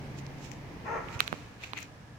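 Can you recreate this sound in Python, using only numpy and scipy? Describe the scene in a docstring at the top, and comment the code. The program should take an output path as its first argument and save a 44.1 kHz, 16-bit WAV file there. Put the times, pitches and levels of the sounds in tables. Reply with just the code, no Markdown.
"""A puppy walks about on a concrete patio: its claws tick by impact, and its paws and a sandal
scuff the grit by friction, a dense train of tiny slips. A few sharp dry clicks (impulses with broad
resonances) and two soft bumps come from very near the right microphone. Far off a dog barks once,
its vocal folds and hoarse breath heard by reflection from walls. Under it all lie neighbourhood
rumble, machine drones and an engine hum that fades and faintly returns."""
import sys
import numpy as np
from scipy import signal
from scipy.fft import rfft, irfft, next_fast_len
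from scipy.io import wavfile
from scipy.ndimage import uniform_filter1d

SR = 44100
rng = np.random.default_rng(int(sys.argv[2]) if len(sys.argv) > 2 else 0)


def to_wav(s):
    """Save 16-bit WAV."""
    ch = np.atleast_2d(s).T  # columns
    pcm = np.round(np.clip(ch, -1, 1) * 32767)  # PCM
    wavfile.write(sys.argv[1], SR, pcm.astype(np.int16))


N = 96314
PADDED = next_fast_len(N, True)
T, HZ = np.arange(N) / SR, np.fft.rfftfreq(PADDED, 1 / SR)

# Traffic spectra, early and late (frequency [Hz], relative density [dB])
TRAFFIC_EARLY = [(15, -36), (25, -11), (97, -5), (137, -5), (166, -7.5), (285, -9.5), (591, -17.5),
                 (887, -17), (1400, -26), (2110, -21.5), (3430, -32.5), (3820, -34.5), (5730, -37),
                 (7920, -46), (16000, -50.5)]
TRAFFIC_LATE = [(15, -48), (25, -20), (76, -8), (114, -3.5), (141, -9), (293, -14), (384, -23), (427, -17),
                (516, -19), (887, -20), (1840, -24.5), (2000, -26.5), (4250, -35), (5140, -35),
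                (16000, -53.5)]
# Course of the traffic (time [s], level [dB], share of the late spectrum [0-1])
TRAFFIC_COURSE = [(0, -43.5, 0.21), (.35, -44.5, 0.036), (.55, -45.5, .1), (.72, -44.5, 0),
                  (1.1, -44.5, 0.23), (1.38, -46.5, 1), (1.53, -49.5, 0.66), (1.9, -50, 0.88),
                  (2.18, -51.5, 0.89)]
# Likeness of its two channels (frequency [Hz], correlation [negatives count as 0])
TRAFFIC_COHERENCE = [(60, 0.78), (150, 0.92), (380, 0.83), (950, 0.24), (2380, -0.25), (5980, -0.51),
                     (15000, -1.3)]
# Its balance (frequency [Hz], left minus right [dB])
TRAFFIC_PAN = [(60, -0.5), (150, -2.5), (380, 1), (950, -1), (2380, 0.5), (5980, -8), (15000, 3.5)]
# Machine drones (frequency [Hz], bandwidth [Hz], level [dB])
MACHINE_DRONES = [(117.7, 4, -60.5), (291.8, 6.7, -64), (1688, 180, -68)]
# Engine hum (time [s], level [dB])
ENGINE_LEVEL = [(0, -46), (.26, -45.5), (.5, -46.5), (.7, -53.5), (.9, -86), (2.18, -55)]
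# Strokes of paw or sole (peak time [s], rise [s], fall [s], rasp [dB], grit [dB], left minus right [dB])
SCUFF_STROKES = [(.188, 0.01, .01, -54, -47.5, -10), (0.456, 0.047, 0.029, -59, -50, -7),
                 (.53, 0.017, 0.039, -75, -57, 5), (1.148, 0.047, 0.024, -47.5, -53.5, -10.5),
                 (1.198, 0.0017, 0.019, -36, -45.5, 2), (1.226, 0.014, 0.02, -56, -47.5, -10),
                 (1.268, 0.014, 0.038, -51, -55.5, -13), (1.345, 0.041, 0.15, -52.5, -60, 0),
                 (1.607, 0.0065, 0.015, -55, -73, -11), (1.640, 0.012, 0.0097, -40, -48, -2.5),
                 (1.662, .008, 0.056, -50, -56, -3), (1.778, 0.012, 0.016, -39, -51.5, 4),
                 (1.823, 0.017, 0.024, -47.5, -51, -1.5)]
# Friction spectra (frequency [Hz], relative level [dB])
RASP_SPECTRUM = [(300, -22), (1000, -12), (1800, -8.5), (2450, 0), (3300, -12.5), (4400, -11.5),
                 (5400, -52), (9000, -35), (16000, -34)]
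GRIT_SPECTRUM = [(500, -14), (3000, 1.5), (4500, -1), (6000, 2.5), (7400, 0), (8700, -17.5), (12000, -15),
                 (16000, -21.5)]
SKID_SPECTRUM = [(2000, -24), (5000, -2), (8000, 3), (12500, -1), (16000, -5)]
# Close clicks (time [s], thud [dB], knock [dB], knock frequency [Hz], crack [dB], edge [dB],
# left gain [dB], left tilt [dB/octave])
CLOSE_CLICKS = [(0.266, -25, -13, 5300, -18.5, -45, -19, 3), (1.086, -29, -4.5, 2430, -21, -39, -29, -3),
                (1.2047, 1.5, 19, 1340, 16, -0.5, 10.5, 0.5), (1.2781, -6, 4, 1400, 4, -16, -5, 5),
                (1.3280, 12.5, 10, 1240, -10.5, -21.5, -6.5, -7),
                (1.7341, -2, 8.5, 1040, -1, -29, -3.5, -0.5)]
# A click at the left microphone, before gain and tilt (frequency [Hz], level [dB])
LEFT_CLICK_SPECTRUM = [(200, -21), (500, -17.5), (1000, 2.5), (1500, -5.5), (2300, -2), (3000, -3),
                       (4000, -8), (4800, -29), (6000, -21), (8000, -34), (15000, -40)]
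# Claw impacts (time [s], ring [dB], ring frequency [Hz], snap [dB], left minus right [dB])
CLAW_IMPACTS = [(0.516, -23, 6500, -14, 23), (1.193, 3, 2620, -15, -5), (1.2748, -8, 2540, -18.5, 9),
                (1.6366, 2.5, 2340, -25, 38), (1.6421, -0.5, 2580, -23, 5), (1.7713, 2.5, 2110, -33, 17),
                (1.7768, 4.5, 2330, -17.5, -2.5), (1.7827, 2.5, 2620, -32, 10),
                (1.7878, -1.5, 1980, -18, 14), (1.8283, -11, 6100, -12, 22)]
# A claw's gritty snap (frequency [Hz], gain [dB])
SNAP_SPECTRUM = [(500, -1), (1300, -3), (2500, 2.5), (4000, -14.5), (6300, 4), (8500, -16), (11000, -24.5),
                 (16000, -12)]
# Vocal tract filters for the voiced and hoarse parts of the bark (frequency [Hz], relative gain [dB])
VOICED_FORMANTS = [(450, -1.5), (900, -1), (1360, -0.5), (1820, -6.5), (2280, -26), (2750, -21),
                   (4000, -45)]
HOARSE_FORMANTS = [(150, -49), (330, -10), (430, -2), (570, 0), (740, -4.5), (880, -2.5), (1080, -0.5),
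                   (1330, -2.5), (1550, -15), (1750, -6), (2100, -9), (2500, -16), (3200, -39), (4500, -44),
                   (6300, -29), (9000, -62)]
# Soft bumps (time [s], frequency [Hz], half-width [s], envelope peak [dB], left minus right [dB])
SOFT_BUMPS = [(1.162, 103, 0.0062, -31, -8.5), (1.3305, 165, 0.0067, -34, -21)]


def amp(db):
    """Decibels to amplitude ratio."""
    return 10 ** (np.asarray(db) / 20)


def unit(x):
    """Normalisation to rms 1."""
    return x / np.sqrt(np.mean(x ** 2) + 1e-20)


def read(points, hz=HZ):
    """Interpolation of a spectrum on a log-frequency axis."""
    f, value = np.transpose(points)
    return np.interp(np.log(hz + 1), np.log(f + 1), value)


def pan(db):
    """Constant-power left and right gains for a level difference."""
    return unit(amp([[db / 2], [-db / 2]]))


def colour(x, points):
    """Linear filtering by a spectrum table, at rms 1."""
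    return unit(irfft(rfft(x, PADDED) * amp(read(points)), PADDED)[..., :N])


def pulse(gain):
    """Minimum phase: the most compact causal pulse with this spectrum."""
    log_gain = np.log(np.maximum(np.r_[gain, gain[-2:0:-1]], 1e-5))
    return np.fft.ifft(np.exp(np.conj(signal.hilbert(log_gain)))).real


def add(mix, start_s, sound):
    """Superposition of a sound from a given time."""
    part = mix[..., round(start_s * SR):][..., :sound.shape[-1]]
    part += sound[..., :part.shape[-1]]


def traffic():
    """Diffuse noise, coherent only at low frequencies, that dulls as the microphone turns."""
    left, independent = rfft(rng.standard_normal((2, PADDED)))
    coherence = np.clip(read(TRAFFIC_COHERENCE), 0, 1)
    right = coherence * left + np.sqrt(1 - coherence ** 2) * independent
    balance = amp(np.outer([.5, -.5], read(TRAFFIC_PAN)))
    noise = irfft(np.array([left, right]) * balance, PADDED)
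    times, db, share = np.transpose(TRAFFIC_COURSE)
    late = np.interp(T, times, share)
    rumble = (1 - late) * colour(noise, TRAFFIC_EARLY) + late * colour(noise, TRAFFIC_LATE)
    return amp(np.interp(T, times, db)) * rumble


def machine_drones():
    """Narrow-band noise: each steady drone is heard as a pitch at its band's centre."""
    out = np.zeros(N)
    for hz, width, db in MACHINE_DRONES:
        band = rfft(rng.standard_normal(PADDED)) / (1 + (2 * (HZ - hz) / width) ** 2)
        out += amp(db) * unit(irfft(band, PADDED)[:N])
    return out


def engine_hum(hz=140, waver=0.016):
    """Frequency modulation: an engine's tone wavers with its speed."""
    drift = unit(uniform_filter1d(rng.standard_normal(N), size=3000))
    cycles = np.cumsum(hz * (1 + waver * drift)) / SR
    return amp(np.interp(T, *np.transpose(ENGINE_LEVEL))) * unit(np.sin(2 * np.pi * cycles))


def friction(spectrum, slips_per_s=4000, spread_db=4.5):
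    """Shot noise: tiny slips over sand grains give random impulses of uneven size."""
    size = amp(spread_db * np.minimum(rng.exponential(1, (2, N)), 4))
    slips = size * rng.choice([-1, 1], (2, N)) * (rng.random((2, N)) < slips_per_s / SR)
    return colour(slips, spectrum)


def swell(peak_s, rise_s, fall_s):
    """Exponential growth to a peak and decay from it."""
    return np.exp(-np.minimum(np.maximum((peak_s - T) / rise_s, (T - peak_s) / fall_s), 20))


def scuffs():
    """Sliding friction: paws and a sole drag over concrete with a rasp and a gritty hiss."""
    rasp, grit = friction(RASP_SPECTRUM), friction(GRIT_SPECTRUM)
    return sum(pan(side) * swell(peak_s, rise, fall) * (amp(rasp_db) * rasp + amp(grit_db) * grit)
               for peak_s, rise, fall, rasp_db, grit_db, side in SCUFF_STROKES)


def close_clicks(size=1024, thud_hz=260, thud_width_hz=2230, dispersion=0.55, left_delay_s=.00042):
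    """Impulse response: hard contacts excite broad resonances, heard later and duller on the left."""
    out, hz = np.zeros((2, N)), np.fft.rfftfreq(size, 1 / SR)

    def resonance(centre_hz, octaves):
        """A broad peak, symmetric in log frequency."""
        return (1 + (np.log2((hz + 1) / centre_hz) / octaves) ** 2 / 4) ** -4

    thud = hz / np.hypot(hz, thud_hz / 2) / (1 + ((hz - thud_hz) / thud_width_hz) ** 2) ** 2
    crack = resonance(2400, 0.48) + resonance(3826, 0.23)
    edge = resonance(9100, 0.87)
    tilt_octaves = np.log2(np.maximum(hz, 300) / 2000)
    for start_s, thud_db, knock_db, knock_hz, crack_db, edge_db, left_db, tilt in CLOSE_CLICKS:
        knock = resonance(knock_hz, 0.4)
        bands = [amp(thud_db) * thud, amp(knock_db) * knock, amp(crack_db) * crack, amp(edge_db) * edge]
        right = pulse(np.linalg.norm(bands, axis=0))  # the bands add in power
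        right = signal.lfilter([-dispersion, 1], [1, -dispersion], right)  # all-pass: treble leads
        left = pulse(amp(left_db + read(LEFT_CLICK_SPECTRUM, hz) + tilt * tilt_octaves))
        add(out[1], start_s, right)
        add(out[0], start_s + left_delay_s, left)
    return out


def claw_ticks(size=1024, ring_t60_s=0.0071, snap_s=0.0015):
    """Damped free vibration: a claw strikes concrete with a gritty snap and rings briefly."""
    out, t, hz = np.zeros((2, N)), T[:size], np.fft.rfftfreq(size, 1 / SR)
    snap_pulse = pulse(amp(read(SNAP_SPECTRUM, hz)))
    envelope = amp(-60 * t / ring_t60_s) * (1 - np.exp(-t / snap_s))
    for start_s, ring_db, ring_hz, snap_db, side in CLAW_IMPACTS:
        crush = rng.standard_normal((2, size)) * np.exp(-t / snap_s)
        crush /= np.linalg.norm(crush, axis=1, keepdims=True)
        snap = signal.fftconvolve(crush, snap_pulse[None])[:, :size]
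        ring = np.sin(2 * np.pi * ring_hz * t) * envelope * 2 / envelope.sum()
        add(out, start_s, pan(side) * (amp(ring_db) * ring + amp(snap_db) * snap))
    return out


def bark(start_s=.84, length_s=.16, rise_s=0.024, fall_s=0.031, top_hz=454.7, hoarseness=0.51):
    """Source and filter: the vocal tract shapes fold harmonics and breath pulsed at the same pitch."""
    age = T - start_s
    arch = np.sin(np.pi * np.clip(age / length_s, 0, 1))
    jitter = .6 * uniform_filter1d(rng.standard_normal(N), size=120)
    cycles = np.cumsum(top_hz * (1 - .12 * (1 - arch)) * (1 + jitter)) / SR
    folds = unit(sum(np.cos(2 * np.pi * k * cycles) for k in range(1, 9)))
    puffs = (0.49 + np.exp(-(cycles % 1) / 0.28)) * rng.standard_normal(N)
    closing = (length_s - age) / fall_s
    gate = lambda delay_s: np.clip(np.minimum((age - delay_s) / rise_s, closing), 0, 1)
    hoarse = gate(delay_s=0) * colour(puffs, HOARSE_FORMANTS)
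    voiced = gate(delay_s=0.021) * colour(folds, VOICED_FORMANTS)
    return (1 - hoarseness) * voiced + hoarseness * hoarse


def wall_reflections(sound, gain_db=-29.5, t60_s=0.61, echo_s=.2, echo_db=-12.5):
    """Reverberation: a far sound arrives only as early reflections, a decaying tail and a late echo."""
    t = T[:SR]
    reflections = rng.standard_normal((2, SR)) + 0.72 * rng.standard_normal(SR)  # partly coherent
    early = 1.7 * np.exp(-t / 0.0075)
    tail = amp(-60 * t / t60_s)
    echo = amp(echo_db - 60 * abs(t - echo_s) / t60_s) * (t > echo_s)
    response = reflections * (early + tail + echo)
    return amp(gain_db) * signal.fftconvolve(sound[None], response / np.linalg.norm(response[0]))[:, :N]


def soft_bumps():
    """Gaussian wave packets: low pushes of pressure about one cycle long."""
    return sum(pan(side) * amp(db) * np.exp(-((T - s) / width) ** 2) * np.sin(2 * np.pi * hz * (T - s))
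               for s, hz, width, db, side in SOFT_BUMPS)


def claw_skid(level_db=-52.5):
    """Sliding friction: a claw slips with a brief, thin hiss."""
    envelope = swell(peak_s=1.8075, rise_s=.01, fall_s=0.0036)
    return pan(7) * amp(level_db) * envelope * friction(SKID_SPECTRUM)


def scene():
    """Superposition: the pressures of all sources add on the patio."""
    events = close_clicks() + claw_ticks() + scuffs() + claw_skid() + soft_bumps()
    return events + wall_reflections(bark()) + traffic() + machine_drones() + engine_hum()


def record(dry, cutoff_hz=16100):
    """Band limiting by a linear-phase low-pass filter."""
    lowpass = signal.firwin(255, cutoff_hz, window=("kaiser", 9), fs=SR)
    return signal.oaconvolve(dry, lowpass[None], "same")


dry = scene()
out = record(dry)
to_wav(out)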